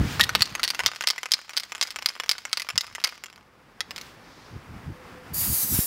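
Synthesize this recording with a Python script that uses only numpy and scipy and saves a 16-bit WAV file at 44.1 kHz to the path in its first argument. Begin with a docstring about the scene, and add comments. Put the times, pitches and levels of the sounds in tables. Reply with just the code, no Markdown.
"""Spray can, shaken and sprayed

In a small room a paint can is shaken close to the microphone, with about four forward strokes a second.
Its mixing ball knocks on the thin steel ends and wall: noise cracks and damped modes, with close echoes.
A few last clicks follow, then the nozzle opens: shaped noise, combed by echoes off a canvas close by.
Stirred air bumps the microphone, over a soft room noise with sleeve rustle and a faint hum.
"""
import sys
import numpy as np
from scipy import signal
from scipy.fft import rfft, irfft
from scipy.io import wavfile
from scipy.ndimage import uniform_filter1d, map_coordinates

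SR = 44100
rng = np.random.default_rng(int(sys.argv[2]) if len(sys.argv) > 2 else 0)


def master_out(mix):
    """Clip the mix to full scale and print it as 16-bit PCM to the path in sys.argv[1]."""
    frames = np.transpose(np.atleast_2d(mix))
    ceiling = np.clip(frames, -1, 1)
    pcm = np.round(ceiling * 32767).astype(np.int16)
    wavfile.write(sys.argv[1], SR, pcm)


N = 258426
TIME = np.arange(N) / SR

# forward strokes, the ball lands on the dome and rebounds; levels before the mix of parts:
# start_s, level_db, brightness_db, rebound_s, rebound_level_db
FORWARD = [(0.2102, -18, 4.5, 0.2315, -33.5), (0.3511, -14.5, -4, 0.3615, -35),
           (0.4209, -16.5, 3.5, 0.4564, -40), (0.6321, -23, -0.5, 0.648, -26.5),
           (0.6778, -28, 1, 0.7032, -25.5), (0.8617, -16.5, 0.5, 0.8774, -30),
           (1.0728, -20, 0.5, 1.1023, -22.5), (1.3186, -22.5, 4.0, 1.3371, -23.5),
           (1.5677, -28, 1.5, 1.5746, -23.5), (1.8126, -22, -0.5, 1.8261, -24),
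           (2.0598, -20.0, 1.0, 2.0881, -29.5), (2.293, -20, 1.5, 2.3135, -23.5),
           (2.53, -21.5, -1, 2.5724, -26.5), (2.7784, -20.0, 2.5, 2.8089, -31),
           (3.0397, -23.5, 1.0, 3.0437, -21)]
# back strokes, the ball lands on the base and rebounds; levels before the mix of parts:
# start_s, level_db, brightness_db, rebound_s, rebound_level_db
BACK = [(0.1965, -24, -0.5, 0.2012, -25), (0.2927, -31, 2.5, 0.298, -39.5),
        (0.5518, -29, 2.0, 0.5962, -36.5), (0.7926, -27, -2, 0.8027, -30), (1.009, -30, -1.5, 1.0385, -34),
        (1.2316, -33.5, -0.5, 1.2575, -33.5), (1.494, -40.5, 1.5, 1.5054, -45),
        (1.7206, -34, 0.0, 1.75, -36.5), (1.9602, -32.5, 0.5, 1.9877, -37.0),
        (2.1997, -29.0, -0.5, 2.2358, -37.5), (2.4523, -33.5, 0.5, 2.4685, -53),
        (2.6885, -31, 1.5, 2.7019, -33.5), (2.9507, -37, 2.5, 2.9558, -43),
        (3.238, -38, 2.5, 3.2595, -45.5)]
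# a harder contact moves energy from the body to the end cap and the tick, dB per dB of brightness:
# body, wall, end_cap, tick
BRIGHTEN = np.array([-1, 0, 1, 1])
# spectrum of cloth, and of paint sliding in the can: frequency_hz, level_db (relative)
RUSTLE_COLOUR = [(1500, 7.5), (3000, 4.5), (5000, 1.5), (7000, -3), (10000, -12.5), (15000, -10.5)]


def rattle(forward_echo_db=-5, back_echo_db=-4, rebound_echo_db=-2, tap_echo_db=-3, crisp=0.41):
    """Each stroke throws the ball at one end, where it rebounds once; brighter landings are drier."""
    # loose ball on the side wall, between strokes and as the can is turned upright; levels before the mix:
    # start_s, level_db, brightness_db
    taps = [(0.238, -31.5, 8.5), (0.4077, -26, -1.5), (0.5802, -46, -11), (0.6386, -25.5, 2),
            (0.6886, -40, 6), (0.7476, -31.5, -4), (0.8359, -33, -6.5), (0.8518, -38.5, -6.5),
            (0.9607, -37, -2.5), (1.023, -35.5, -2), (1.0861, -28, 3.5), (1.1808, -35.5, -4),
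            (1.5342, -42, -3), (1.5989, -37.0, 4.5), (1.6346, -38, -0.5), (1.831, -36, 8), (1.8727, -43, 4),
            (1.9055, -37.5, 2.5), (2.0238, -36, -4), (2.1529, -43, -6), (2.3819, -38.5, -0.5),
            (2.5979, -36, 4), (2.6197, -33.5, 1), (2.7572, -37.5, -3.5), (2.8673, -44.5, -0.5),
            (2.9822, -44.5, -14.5), (3.001, -42, -3.5), (3.054, -40, -2), (3.0728, -34.5, -1),
            (3.0916, -39.5, -1), (3.124, -44, -10.5), (3.806, -27.5, -1), (3.9083, -35, -3),
            (3.9617, -38, 0), (3.9801, -37, -2.5), (4.013, -44, 3)]
    # how each kind of contact shares its energy: body_db, wall_db, end_cap_db, tick_db
    forward_mix = (-10.5, -5.5, 1, -9.5)
    back_mix = (-1.5, 1, -3.5, -10)
    tap_mix = (-8.5, -1.5, 0.5, -8)
    # change of colour on the rebound: body_db, wall_db, end_cap_db, tick_db
    rebound_mix = (0.89, 0.5, 0.48, -1.5)
    out = np.zeros(N)
    directions = ((FORWARD, forward_mix, forward_echo_db), (BACK, back_mix, back_echo_db))
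    for strokes, mix, echo_db in directions:
        for start_s, level_db, bright_db, rebound_s, rebound_db in strokes:
            colour_db = np.array(mix) + bright_db * BRIGHTEN
            landing = knock(start_s, level_db + colour_db, echo_db - crisp * bright_db)
            rebound = knock(rebound_s, rebound_db + colour_db + rebound_mix, rebound_echo_db)
            add(out, start_s, landing)
            add(out, rebound_s, rebound)
    for start_s, level_db, bright_db in taps:
        colour_db = np.array(tap_mix) + bright_db * BRIGHTEN
        add(out, start_s, knock(start_s, level_db + colour_db, tap_echo_db))
    return out


def knock(when_s, levels_db, echo_db, scatter_s=0.0039, scatter=0.084):
    """One blow rings body, wall and end cap; things close by return it, scattered, 3 to 5 ms later."""
    # ringing of the can, part by part, before the scatter from blow to blow:
    # frequency_hz, level_db (relative), t60_s
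    body = [(560, -26.5, 0.0027), (784, -20, 0.006), (1055, 1, 0.017), (1236, 9, 0.019), (1445, 11, 0.0152),
            (1700, 4.5, 0.013)]
    wall = [(2183, -2, 0.016), (2415, -7, 0.015), (2622, 0.5, 0.009), (2920, -1, 0.013),
            (3204, -1.5, 0.014)]
    dome = [(4110, -5, 0.0076), (4615, 0.5, 0.0076), (4996, -6.5, 0.0076), (5146, -3.5, 0.013),
            (5950, -4, 0.0035)]
    # the stiffer far end, in place of the dome: frequency_hz, level_db (relative), t60_s
    base = [(4640, -15.5, 0.00726), (5404, -2.5, 0.0099), (5960, -6.5, 0.0076), (7110, -3, 0.0086)]
    # band radiated by body, wall, end cap and contact in turn: lowest_hz, highest_hz
    parts_hz = [(430, 2050), (1650, 2620), (3650, 6770), (6700, 9900)]
    # sloshing paint loads the steel and lowers its ring, most of all at the ends: time_s, pitch_ratio (wall)
    paint_load = [(.2, 0.83), (.42, 0.93), (.7, 0.93), (1.1, 1), (4.1, 1)]
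    t = np.arange(SR // 20) / SR

    lag = int(SR * rng.uniform(.0032, .0048))
    scattered = scatter * rng.standard_normal(len(t)) * np.exp(-t / scatter_s)
    echo = np.zeros(len(t))
    echo[lag:] = scattered[:-lag]
    echo[lag] += 1
    path = undb(echo_db) * echo / np.linalg.norm(echo)
    path[0] = 1  # direct sound

    # countless short-lived shell modes merge into a crack under the main ones
    crack = unit(rng.standard_normal(len(t)) * np.exp(-t / .0016))
    # the contact itself is shorter
    tick = unit(rng.standard_normal(len(t)) * np.exp(-t / .0008))
    load = np.interp(when_s, *np.transpose(paint_load))
    # an end cap that is weak beside the wall is the base
    end = dome if levels_db[2] > levels_db[1] - 2 else base
    parts = []
    for modes, pitch in ((body, 1), (wall, load), (end, load ** 1.5)):
        parts.append(unit(ring(modes, t, pitch)) + undb(-12) * crack)
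    parts.append(tick)

    # third-order band edges: each part radiates only its own band
    s = 1j * np.fft.rfftfreq(len(t), 1 / SR) / np.array(parts_hz).T[:, :, None]
    radiated = s[0] ** 3 / np.prod((1 + s) * (1 + s + s ** 2), axis=0)
    parts = irfft(rfft(np.array(parts)) * radiated * rfft(path), len(t))
    # levels count the whole energy of a part as rms over 10 ms
    gains = undb(levels_db) * np.sqrt(SR // 100) / np.linalg.norm(parts, axis=1)
    return gains @ parts


def ring(modes, t, pitch):
    """Damped modes of the steel; their pitch and share scatter with where the ball lands."""
    hz, db, t60_s = np.transpose(modes)[:, :, None]
    detune, share = rng.standard_normal((2, len(modes), 1))
    hz = pitch * hz * (1 + .03 * detune)
    db = db + 4.5 * share
    decay = np.exp(-np.log(1000) * t / t60_s)
    return np.sum(undb(db) * np.sin(2 * np.pi * hz * t) * decay, axis=0)


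def skitter(first_db=-44, follow=0.25, fade_db_per_s=80, gap_s=0.021, uneven=0.7, spread_db=3,
            bright_spread_db=3.0, echo_db=-6, count=8):
    """After each rebound the ball skitters on the wall, on average ever lighter, stronger after hard strokes."""
    # how a touch shares its energy: body_db, wall_db, end_cap_db, tick_db
    skitter_mix = (-1, -1.5, -7, -13.5)
    out = np.zeros(N)
    strokes = np.vstack([FORWARD, BACK])
    typical_db = strokes[:, 1].mean()
    for _, stroke_db, _, rebound_s, _ in strokes:
        waits_s = np.cumsum(gap_s * (1 + uneven * rng.uniform(-0.9, 1, count)))
        for wait_s, (force, bright) in zip(waits_s, rng.standard_normal((count, 2))):
            level_db = first_db + follow * (stroke_db - typical_db)
            level_db += spread_db * force - fade_db_per_s * wait_s
            colour_db = np.array(skitter_mix) + bright_spread_db * bright * BRIGHTEN
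            add(out, rebound_s + wait_s, knock(rebound_s, level_db + colour_db, echo_db))
    return out


def hollow(rise_s=0.00067, bend=0.1, bend_s=0.0051):
    """Some knocks wake a hollow ring that bends up to its pitch as the paint clears the wall."""
    # hollow rings: start_s, level_db (before rise and decay), final_pitch_hz, t60_s
    rings = [(0.195, -17, 1453, .04), (0.2017, -12, 1905, .11), (.238, -20, 1946, 0.046),
             (.293, -15, 1545, 0.027), (0.35, -14.5, 1296, 0.025), (0.5948, -21.5, 1420, 0.03),
             (.8027, -17, 2120, 0.023), (1.0385, -24, 2130, 0.032), (1.1803, -21, 2110, 0.035),
             (2.5982, -25, 2120, .04), (2.9558, -24, 2120, 0.024), (3.055, -19, 2260, 0.025),
             (3.806, -20, 2070, 0.037)]
    out = np.zeros(N)
    t = np.arange(SR // 8) / SR
    for start_s, level_db, hz, t60_s in rings:
        phase = 2 * np.pi * np.cumsum(hz * (1 - bend * np.exp(-t / bend_s))) / SR
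        envelope = np.minimum(t / rise_s, 1) * np.exp(-np.log(1000) * t / t60_s)
        add(out, start_s, undb(level_db) * np.sin(phase) * envelope)
    return out


def rolling(roll_db=-52, fade_db_per_s=0.5, after_s=0.056, width_s=0.097, grain_db=3.5):
    """Ball and paint slide down the wall after each forward stroke, quieter as the paint loosens."""
    slide = sum(swell(row[0] + after_s, width_s) for row in FORWARD)
    level_db = roll_db - fade_db_per_s * TIME + grain_db * walk(120)
    return slide * undb(level_db) * noise(RUSTLE_COLOUR)


def spray(rise_s=0.013, sputter_s=0.03, surge=0.12):
    """Turbulent gas from the nozzle; echoes off the canvas comb it, and the comb slides with the hand."""
    # spectrum of the bare jet: frequency_hz, level_db (relative)
    jet_colour = [(2500, -25), (3400, -24), (3850, -13.5), (4250, -18), (4700, -7), (5250, -10.5),
                  (5950, -9), (7800, -8), (10000, -4.5), (11500, -1.5), (13200, -0.5), (15500, -5)]
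    # hand travel: time_s, delay_ms (extra path of the first canvas echo)
    travel = [(5.3, .43), (5.5, .44), (5.6, .47), (5.65, .49), (5.72, .52), (5.86, .56)]
    # canvas echoes: gains of the first and second return
    canvas_echo = (.3, .2)
    # clots of paint pass the nozzle: time_s, spatter_db (before the level wander)
    sputters = [(5.445, -46.5), (5.775, -44.5)]
    open_s, press_s, half_open_db = 5.332, 0.057, -5.5
    hiss_db, spatter_db = -24.5, -45.5

    bare = noise(jet_colour)
    lag_s = curve(travel) / 1000
    jet = bare.copy()
    for k, gain in enumerate(canvas_echo, 1):
        jet += gain * map_coordinates(bare, [(TIME - k * lag_s) * SR], order=3)
    jet = unit(jet + room(jet, wet_db=-15, t60_s=0.29, lo_hz=1500, hi_hz=16100))
    spatter = unit(band(rng.standard_normal(N), 570, 4000))

    # the finger opens the valve, then presses it home
    since_open_s = TIME - open_s
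    press_db = half_open_db * np.clip(1 - since_open_s / press_s, 0, 1)
    valve = np.clip(since_open_s / rise_s, 0, 1) * undb(press_db)
    gas = undb(hiss_db) * (1 + surge * sum(swell(s, sputter_s) for s, _ in sputters))
    paint = undb(spatter_db) + sum(undb(db) * swell(s, sputter_s) for s, db in sputters)
    return valve * undb(1.25 * walk(45)) * (gas * jet + paint * spatter)


def draught(flutter_db=2, bump_s=0.0022):
    """The moving arm pushes air at the microphone: a fluttering rumble and single soft bumps."""
    # spectrum of the rumble: frequency_hz, level_db (relative)
    draught_colour = [(25, -13), (50, -6), (85, 3), (130, 0.5), (220, -7.5), (320, -15), (450, -27),
                      (900, -57.5)]
    # sweeps of the arm: centre_s, half_length_s, level_db (before the flutter)
    gusts = [(.01, 0.056, -22), (0.147, 0.11, -36), (.21, 0.013, -33.5), (0.363, 0.043, -35.5),
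             (0.411, 0.01, -32), (0.525, 0.018, -44), (.85, 0.029, -44.5), (2.759, 0.021, -42),
             (2.913, 0.058, -57), (4.548, 0.039, -39), (4.74, 0.053, -39), (4.889, 0.039, -33),
             (5.332, 0.038, -38.5), (5.412, 0.059, -38), (5.51, 0.029, -29.5), (5.648, .015, -35.5),
             (5.737, 0.033, -27.5)]
    # single bumps of air: start_s, peak_db, pitch_hz
    bumps = [(0.011, -9.5, 120), (4.564, -27, 130), (5.789, -10, 134)]
    strength = sum(undb(db) * swell(s, width_s) for s, width_s, db in gusts)
    rumble = noise(draught_colour)
    rumble = rumble / np.sqrt(uniform_filter1d(rumble ** 2, SR // 25))  # eddies of about even strength
    out = strength * undb(flutter_db * walk(60)) * rumble
    t = np.arange(SR // 20) / SR
    for start_s, peak_db, hz in bumps:
        bump = np.sin(2 * np.pi * hz * t) * t * np.exp(-2 * t / bump_s)
        add(out, start_s, undb(peak_db) * bump / np.abs(bump).max())
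    return out


def background(room_db=2, hiss_db=-20, swish_db=-57, swish_s=4.4, swish_width_s=0.2, hum_hz=504):
    """Shaped noises for the room, its light hiss and a sleeve, and a wavering sine for a faint hum."""
    # spectrum of the room noise: frequency_hz, level_db (relative)
    room_colour = [(18, -20), (30, -4.5), (230, -5), (455, -9), (505, -9), (622, -11), (767, -9.5),
                   (1080, -9), (2020, -13.5), (4190, -26), (4910, -23.5), (6370, -31), (15500, -37.5)]
    # course of the room noise, before room_db or hiss_db is added: time_s, level_db
    room_level = [(0.0, -39), (1.21, -64.5), (1.3, -65.5), (2.09, -61), (2.32, -62), (2.76, -65.5),
                  (3.53, -58.5), (3.91, -52.5), (5.3, -48)]
    # sleeve as the shaking starts and as the can is turned:
    # centre_s, half_length_s, level_db (before the level wander)
    rustles = [(0.11, 0.09, -36.5), (4.03, 0.1, -51.5)]
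    # the hum comes and goes: centre_s, half_length_s, level_db
    hums = [(3.559, 0.15, -67), (4.991, .07, -53), (5.186, 0.054, -50), (5.8, 0.42, -57.5)]
    level_db = curve(room_level)
    air = undb(level_db + room_db + 0.81 * walk(36)) * noise(room_colour)
    sleeve = sum(undb(db) * swell(s, width_s) for s, width_s, db in rustles)
    rustle = (sleeve * undb(1.1 * walk(25)) + undb(level_db + hiss_db)) * noise(RUSTLE_COLOUR)
    # the sleeve swishes as the arm is raised
    cloth = unit(band(rng.standard_normal(N), 3200, 5700))
    swish = undb(swish_db) * swell(swish_s, swish_width_s) * cloth
    hum = np.sqrt(2) * np.sin(2 * np.pi * np.cumsum(hum_hz * (1 + 0.0077 * walk(25))) / SR)
    hum_level = sum(undb(db) * swell(s, width_s) for s, width_s, db in hums)
    return air + rustle + swish + hum_level * hum


def room(x, wet_db, t60_s, lo_hz, hi_hz):
    """A diffuse, decaying noise tail that sets in after the nearest walls have answered."""
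    t = np.arange(SR // 2) / SR
    onset = np.clip((t - .004) / 0.012, 0, 1)
    tail = band(rng.standard_normal(len(t)), lo_hz, hi_hz) * np.exp(-np.log(1000) * t / t60_s) * onset
    return undb(wet_db) * signal.fftconvolve(x, tail / np.linalg.norm(tail))[:N]


def undb(db):
    """Decibels to gain."""
    return 10 ** (np.asarray(db) / 20)


def unit(x):
    """Scale to rms 1."""
    return x / np.sqrt(np.mean(x ** 2))


def curve(rows):
    """Second column of a table, joined by straight lines in time."""
    return np.interp(TIME, *np.transpose(rows))


def swell(s, width_s):
    """A smooth rise and fall around time s, down to 1/e at width_s either side."""
    return np.exp(-((TIME - s) / width_s) ** 2)


def band(x, lo_hz, hi_hz):
    """Gentle band-pass."""
    edges_hz = [lo_hz, min(hi_hz, SR / 2 - 1000)]
    return signal.sosfilt(signal.butter(2, edges_hz, "band", fs=SR, output="sos"), x)


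def noise(colour):
    """Noise of rms 1 with a spectrum of (Hz, dB) points, falling away below the first."""
    hz, db = np.transpose(colour)
    f = np.maximum(np.fft.rfftfreq(N, 1 / SR), 1)
    gain = undb(np.interp(np.log(f), np.log(hz), db)) * np.minimum(f / hz[0], 1) ** 2
    return unit(irfft(rfft(rng.standard_normal(N)) * gain, N))


def walk(rate_hz):
    """Smooth random wander of rms 1, with rate_hz new values a second."""
    k = int(SR / rate_hz)
    steps = np.repeat(rng.standard_normal(N // k + 1), k)
    return unit(uniform_filter1d(uniform_filter1d(steps, k), k)[:N])


def add(out, s, x):
    """Mix x into out from time s on."""
    i = max(int(s * SR), 0)
    out[i:i + len(x)] += x[:max(N - i, 0)]


def scene():
    """Everything reaches one microphone; both channels are alike."""
    can = rattle() + skitter() + hollow()
    early = room(can, wet_db=-26.5, t60_s=0.088, lo_hz=700, hi_hz=11130)
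    late = room(can, wet_db=-29, t60_s=0.79, lo_hz=905, hi_hz=6570)
    mono = can + early + late + rolling() + spray() + draught() + background()
    return np.array([mono, mono])


def record(dry, top_hz=15720):
    """The microphone drops the deepest bass, the highest peaks clip, and the top is cut off."""
    thinned = signal.sosfilt(signal.butter(2, 42, "high", fs=SR, output="sos"), dry)
    clipped = np.clip(thinned, -.93, .93)
    return signal.sosfilt(signal.ellip(10, .2, 70, top_hz, fs=SR, output="sos"), clipped)


dry = scene()
out = record(dry)
master_out(out)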